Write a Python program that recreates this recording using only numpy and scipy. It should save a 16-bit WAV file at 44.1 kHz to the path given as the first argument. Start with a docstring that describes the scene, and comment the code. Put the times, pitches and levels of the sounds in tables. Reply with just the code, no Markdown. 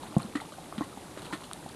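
"""At a hot mud pool outdoors, big gas bubbles open with a low plop. The film of each one snaps, the
impulse excites the resonances of the vent's hollow, and mud spatters. Small bubbles blip as damped
oscillators, droplets tick and gas sizzles through thin mud; the rocky banks scatter a short echo.
Behind them lie a dense simmer, the low churning of the far pool and a steady hiss of steam."""
import sys
import numpy as np
from scipy import signal
from scipy.fft import rfft, irfft
from scipy.io import wavfile
from scipy.ndimage import uniform_filter1d

SR = 44100
rng = np.random.default_rng(int(sys.argv[2]) if len(sys.argv) > 2 else 0)


def to_wav(sig):
    """Store sig (one row per channel, or 1-D mono) as 16-bit WAV at the path in sys.argv[1].

    Samples outside -1..1 are clipped; the rate is SR.
    """
    pcm = np.clip(np.atleast_2d(sig), -1, 1) * 32767
    pcm = np.round(pcm).astype(np.int16)
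    wavfile.write(sys.argv[1], SR, pcm.T)  # frames by channels


N = 77175

# Big bubbles: t/s, f/Hz, level/dB, ring time/s, snap gain/dB, snap cutoff/Hz,
# spatter level/dB, spatter decay time/s
BIG_BUBBLES = [(0.1665, 163.5, -7, 0.0083, -10.5, 740, -55.5, 0.036),
               (.193, 135, -28.5, 0.012, -42, 910, -45.5, 0.026),
               (0.2474, 199, -30.5, 0.015, -30, 800, -51, 0.0067),
               (0.3542, 264.5, -20.5, .012, -27.5, 2220, -38, 0.019),
               (0.7809, 204, -23, .011, -35, 3020, -43.5, 0.017),
               (.8095, 270, -24.5, .011, -18.5, 1070, -55, 0.027),
               (0.8083, 140, -28, 0.0059, -46, 800, -62, .02),
               (0.9713, 240, -39.5, 0.014, -44, 890, -65, .017),
               (1.1732, 294, -35, 0.0062, -36, 600, -44, 0.02),
               (1.251, 310, -38, .010, -42, 2000, -54, 0.06),
               (1.3274, 175, -34, 0.017, -27, 2020, -36, 0.015),
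               (1.3323, 288, -30, 0.014, -24, 2020, -51, .015),
               (1.656, 220, -39.5, .014, -54, 800, -69, 0.015)]
PLOP_RISE_PER_S, BLIP_RISE_PER_S = 9.8, 10.4  # pitch glide relative to the starting frequency


def plops():
    """Cavity resonance: each big bubble sounds a low note, with the deepest bass filtered out."""
    notes = bubbles([row[:4] for row in BIG_BUBBLES], PLOP_RISE_PER_S)
    low_cut = signal.butter(1, 64, "high", fs=SR, output="sos")
    return signal.sosfilt(low_cut, notes)


def snaps():
    """Impulse excitation: the tearing film rings the modes of the vent; thick mud dulls the sound."""
    # Modes of the vent's hollow: f/Hz, relative level/dB, T60/s
    vent_modes = [(317.7, -7, 0.07), (527.5, -13.5, 0.077), (691, -6.5, 0.041), (838, -10.5, 0.055),
                  (978, -16.5, .05), (1073, -7, 0.079), (1140, -15, 0.11), (1330, -11.5, .06),
                  (1383, -12.5, 0.071), (1820, -8.5, 0.08), (1930, -7, 0.061), (2020, -18, 0.083),
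                  (3120, -19, .09), (3760, -36, 0.063)]
    pulse_s, lead_s = 0.00026, 0.0007
    t, out = np.arange(SR // 5) / SR, np.zeros(N)
    ring = sum(undb(db) * np.cos(2 * np.pi * hz * t) * np.exp(-np.log(1000) * t / t60)
               for hz, db, t60 in vent_modes)
    pulse = (1 - t / pulse_s) * np.exp(-t / pulse_s)
    snap = ring / 2 + undb(-2.5) * pulse
    for start, _, _, _, db, cutoff_hz, _, _ in BIG_BUBBLES:
        dull = signal.butter(4, cutoff_hz, fs=SR, output="sos")
        add(out, start - lead_s, undb(db) * signal.sosfilt(dull, snap))
    return out


def spatter():
    """Shot noise: shreds of each film fall back as a quickly fading spray of tiny clicks."""
    # Spectrum of the spray: f/Hz, relative level/dB
    spectrum = [(400, -15), (1200, 4.5), (2000, -5), (2500, -6.5), (4000, -6), (5500, -20), (8000, -15.5),
                (13000, -34)]
    rise_s = 0.001
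    t, env = np.arange(N) / SR, np.zeros(N)
    for start, *_, db, decay_s in BIG_BUBBLES:
        add(env, start, undb(db) * (1 - np.exp(-t / rise_s)) * np.exp(-t / decay_s))
    return env * crackle(spectrum, per_s=2500)


def blips():
    """Bubble resonance: smaller gas pockets ring higher, each gliding upward as it opens."""
    # Small bubbles: t/s, f/Hz, level/dB, ring time/s
    small_bubbles = [(.021, 900, -40, 0.0026), (.034, 900, -32.5, 0.0034), (.124, 1080, -38, 0.0038),
                     (.141, 806, -36, 0.0043), (.2005, 1134, -33, 0.0037), (.336, 1110, -38, 0.002),
                     (.3528, 1202, -31.5, .006), (.3545, 1840, -30.5, 0.0041), (.369, 1865, -33.5, 0.0079),
                     (.4012, 2010, -35.5, 0.0031), (.4012, 1280, -34, 0.0028), (.416, 830, -34, 0.0077),
                     (.486, 810, -43.5, 0.0082), (.5215, 1180, -38.5, 0.0043), (.5225, 564, -42, 0.011),
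                     (.538, 1480, -45, 0.0047), (.5832, 717, -37, 0.0085), (.7248, 690, -32, 0.0033),
                     (.7252, 1130, -30.5, 0.0026), (.799, 1470, -48, 0.0034), (.8195, 1028, -30, 0.0065),
                     (.8228, 1760, -43, 0.013), (.838, 1010, -39, 0.0044), (.927, 1220, -42, 0.0059),
                     (.9732, 810, -34, 0.0063), (1.042, 1460, -49, 0.0036), (1.172, 530, -33, 0.0048),
                     (1.275, 540, -37.5, 0.0069), (1.31, 905, -38.5, 0.013), (1.417, 993, -41.5, 0.0075),
                     (1.434, 1090, -44, 0.0054), (1.5128, 1150, -25, 0.0012), (1.627, 1480, -41.5, 0.0024),
                     (1.6618, 750, -32.5, 0.0045), (1.691, 1350, -45, 0.0032)]
    return bubbles(small_bubbles, BLIP_RISE_PER_S)


def ticks():
    """Impact transients: droplets of mud land with heavily damped notes of constant pitch."""
    # Landing droplets: t/s, f/Hz, level/dB, ring time/s
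    droplets = [(.0215, 3880, -44, 0.00076), (.1833, 8500, -26, 0.00033), (.2212, 9100, -32.5, 0.00046),
                (.2299, 4230, -37, 0.0019), (.3565, 4150, -42.5, 0.0025), (.358, 7500, -40.5, .002),
                (.414, 3850, -50, 0.0011), (.7808, 3420, -28, 0.00049), (.7865, 3400, -38, 0.0011),
                (1.266, 2780, -37, 0.0016), (1.513, 3250, -35.5, 0.0007), (1.5332, 8850, -20, 0.00031),
                (1.5333, 3700, -27, 0.00073), (1.693, 4500, -37, .0004)]
    return bubbles(droplets, rise_per_s=0)


def sizzles():
    """Shot noise in bursts: gas escapes through thin mud in short runs of pinhead bubbles."""
    # Escapes of gas: t/s, level/dB, decay time/s
    bursts = [(0.026, -49, 0.024), (0.073, -51, 0.014), (0.204, -59, 0.0045), (0.213, -50, .025),
              (0.322, -64, .004), (0.404, -48, 0.021), (0.517, -53, 0.027), (0.835, -51.5, .018),
              (1.1904, -39.5, .005), (1.219, -49, 0.023), (1.247, -50, 0.035), (1.323, -44, 0.037),
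              (1.41, -49, .006), (1.435, -48.5, 0.029), (1.688, -44.5, 0.008)]
    # Spectrum of the pinhead bubbles: f/Hz, relative level/dB
    spectrum = [(700, -16), (1400, 7.5), (2200, -10.5), (2800, 3.5), (4200, 6.5), (5300, -14.5), (9000, 0),
                (13000, -19)]
    rise_s = 0.00065
    t, env = np.arange(N) / SR, np.zeros(N)
    for start, db, decay_s in bursts:
        add(env, start, undb(db) * (1 - np.exp(-t / rise_s)) * np.exp(-(t / decay_s) ** 2))
    return env * crackle(spectrum, per_s=2500)


def bank_echo(direct):
    """Diffuse reflection: the rocky banks add a short, mostly midrange echo to the direct sound."""
    echo_db, t60_s, delay_s = -11, 0.15, 0.009
    t = np.arange(SR // 2) / SR
    tail = rng.standard_normal(len(t)) * np.exp(-np.log(1000) * t / t60_s) * (t > delay_s)
    midrange = signal.butter(1, [440, 2620], "band", fs=SR, output="sos")
    response = signal.sosfilt(midrange, tail / np.linalg.norm(tail))
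    return direct + undb(echo_db) * signal.fftconvolve(direct, response)[:N]


def swarm(count, low_hz, high_hz, cycles, spread_db):
    """Incoherent addition: many faint bubbles of random size and timing merge into one texture."""
    when, pitch, strength, sustain = rng.random((count, 4)).T
    hz = low_hz * (high_hz / low_hz) ** pitch
    ring_s = cycles * (0.5 + sustain) / hz
    return bubbles(zip(when * N / SR, hz, spread_db * strength, ring_s), BLIP_RISE_PER_S)


def churn():
    """Amplitude-modulated noise: the churning of the far pool blurs into a wavering rumble."""
    # Spectrum of the far pool: f/Hz, relative level/dB
    spectrum = [(20, -14), (45, -9), (80, -4), (170, 1), (300, -1.5), (450, -7), (850, -6.5), (1400, -14.5),
                (2400, -22), (5000, -41.5)]
    return colour(rng.standard_normal(N), spectrum) * waver(per_s=25.07, depth_db=1.0)


def steam():
    """Broadband flow noise: escaping steam hisses at a nearly constant level."""
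    # Spectrum of the steam: f/Hz, relative level/dB
    spectrum = [(800, -24), (2300, -1.5), (3800, 2.5), (5400, -3.5), (6500, -2.5), (8000, -1.5),
                (9600, 1.5), (11000, -3.5), (13000, -7)]
    return colour(rng.standard_normal(N), spectrum) * waver(per_s=9, depth_db=0.11)


def bubbles(rows, rise_per_s):
    """Damped oscillation: each row (t/s, f/Hz, level/dB, ring time/s) swells, glides and dies away."""
    attack_cycles, fade_power = 0.34, 2.17
    out = np.zeros(N)
    for start, hz, db, ring_s in rows:
        t = np.arange(int(4 * ring_s * SR) + 2) / SR
        env = (1 - np.exp(-t * hz / attack_cycles)) * np.exp(-(t / ring_s) ** fade_power)
        phase = 2 * np.pi * hz * t * (1 + rise_per_s * t / 2)
        add(out, start, -undb(db) * env * np.sin(phase))
    return out


def crackle(spectrum, per_s):
    """Poisson process: independent tiny clicks, filtered and scaled to rms 1."""
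    clicks = rng.standard_normal(N) * (rng.random(N) < per_s / SR)
    return level(colour(clicks, spectrum), 0)


def waver(per_s, depth_db):
    """Random modulation: a gain that drifts about 1 with a standard deviation of depth_db."""
    hold = int(SR / per_s)
    steps = np.repeat(rng.standard_normal(N // hold + 1), hold)
    drift = uniform_filter1d(steps, hold)[:N]
    return undb(depth_db * drift / drift.std())


def colour(x, spectrum):
    """Spectral shaping: filter by points (f/Hz, level/dB) joined on a logarithmic frequency axis."""
    hz, db = np.array(spectrum).T
    f = np.maximum(np.arange(N // 2 + 1) * SR / N, 1)
    gain = undb(np.interp(np.log(f), np.log(hz), db))
    return irfft(rfft(x, N) * gain, N)


def undb(db):
    """Amplitude ratio of a level in decibels."""
    return 10 ** (np.asarray(db) / 20)


def level(x, db):
    """Normalisation to an rms level in decibels."""
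    return x * undb(db) / np.sqrt(np.mean(x ** 2))


def add(out, start_s, x):
    """Superposition of x on out from a given time."""
    i = max(int(start_s * SR), 0)
    out[i:i + len(x)] += x[:max(len(out) - i, 0)]


def scene():
    """Superposition: near bubbles and their echo sound over the simmering pool and the steam."""
    # How hard the pool simmers: t/s, relative level/dB
    activity_curve = [(0, 0.5), (.13, 1.5), (.3, 0), (.55, -0.5), (.74, 1), (.9, -1), (1.05, -0.5),
                      (1.3, 1), (1.42, 0), (1.55, 0), (1.75, 0)]
    times, gains_db = np.array(activity_curve).T
    activity = undb(np.interp(np.arange(N) / SR, times, gains_db))
    far, hiss = level(churn(), -48), level(steam(), -54)
    near = bank_echo(plops() + snaps() + spatter() + sizzles() + blips() + ticks())
    simmer = level(swarm(count=420, low_hz=254.5, high_hz=1442, cycles=3.6, spread_db=11.5), -53)
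    fizz = level(swarm(count=420, low_hz=1610, high_hz=10500, cycles=2.8, spread_db=19.5), -62)
    return (near + activity * (far + simmer + fizz) + hiss)[None]


def record(dry):
    """Band limiting: a steep elliptic low-pass removes the highest treble."""
    top_hz = 12500
    return signal.sosfilt(signal.ellip(10, 0.2, 70, top_hz, fs=SR, output="sos"), dry)


dry = scene()
out = record(dry)
to_wav(out)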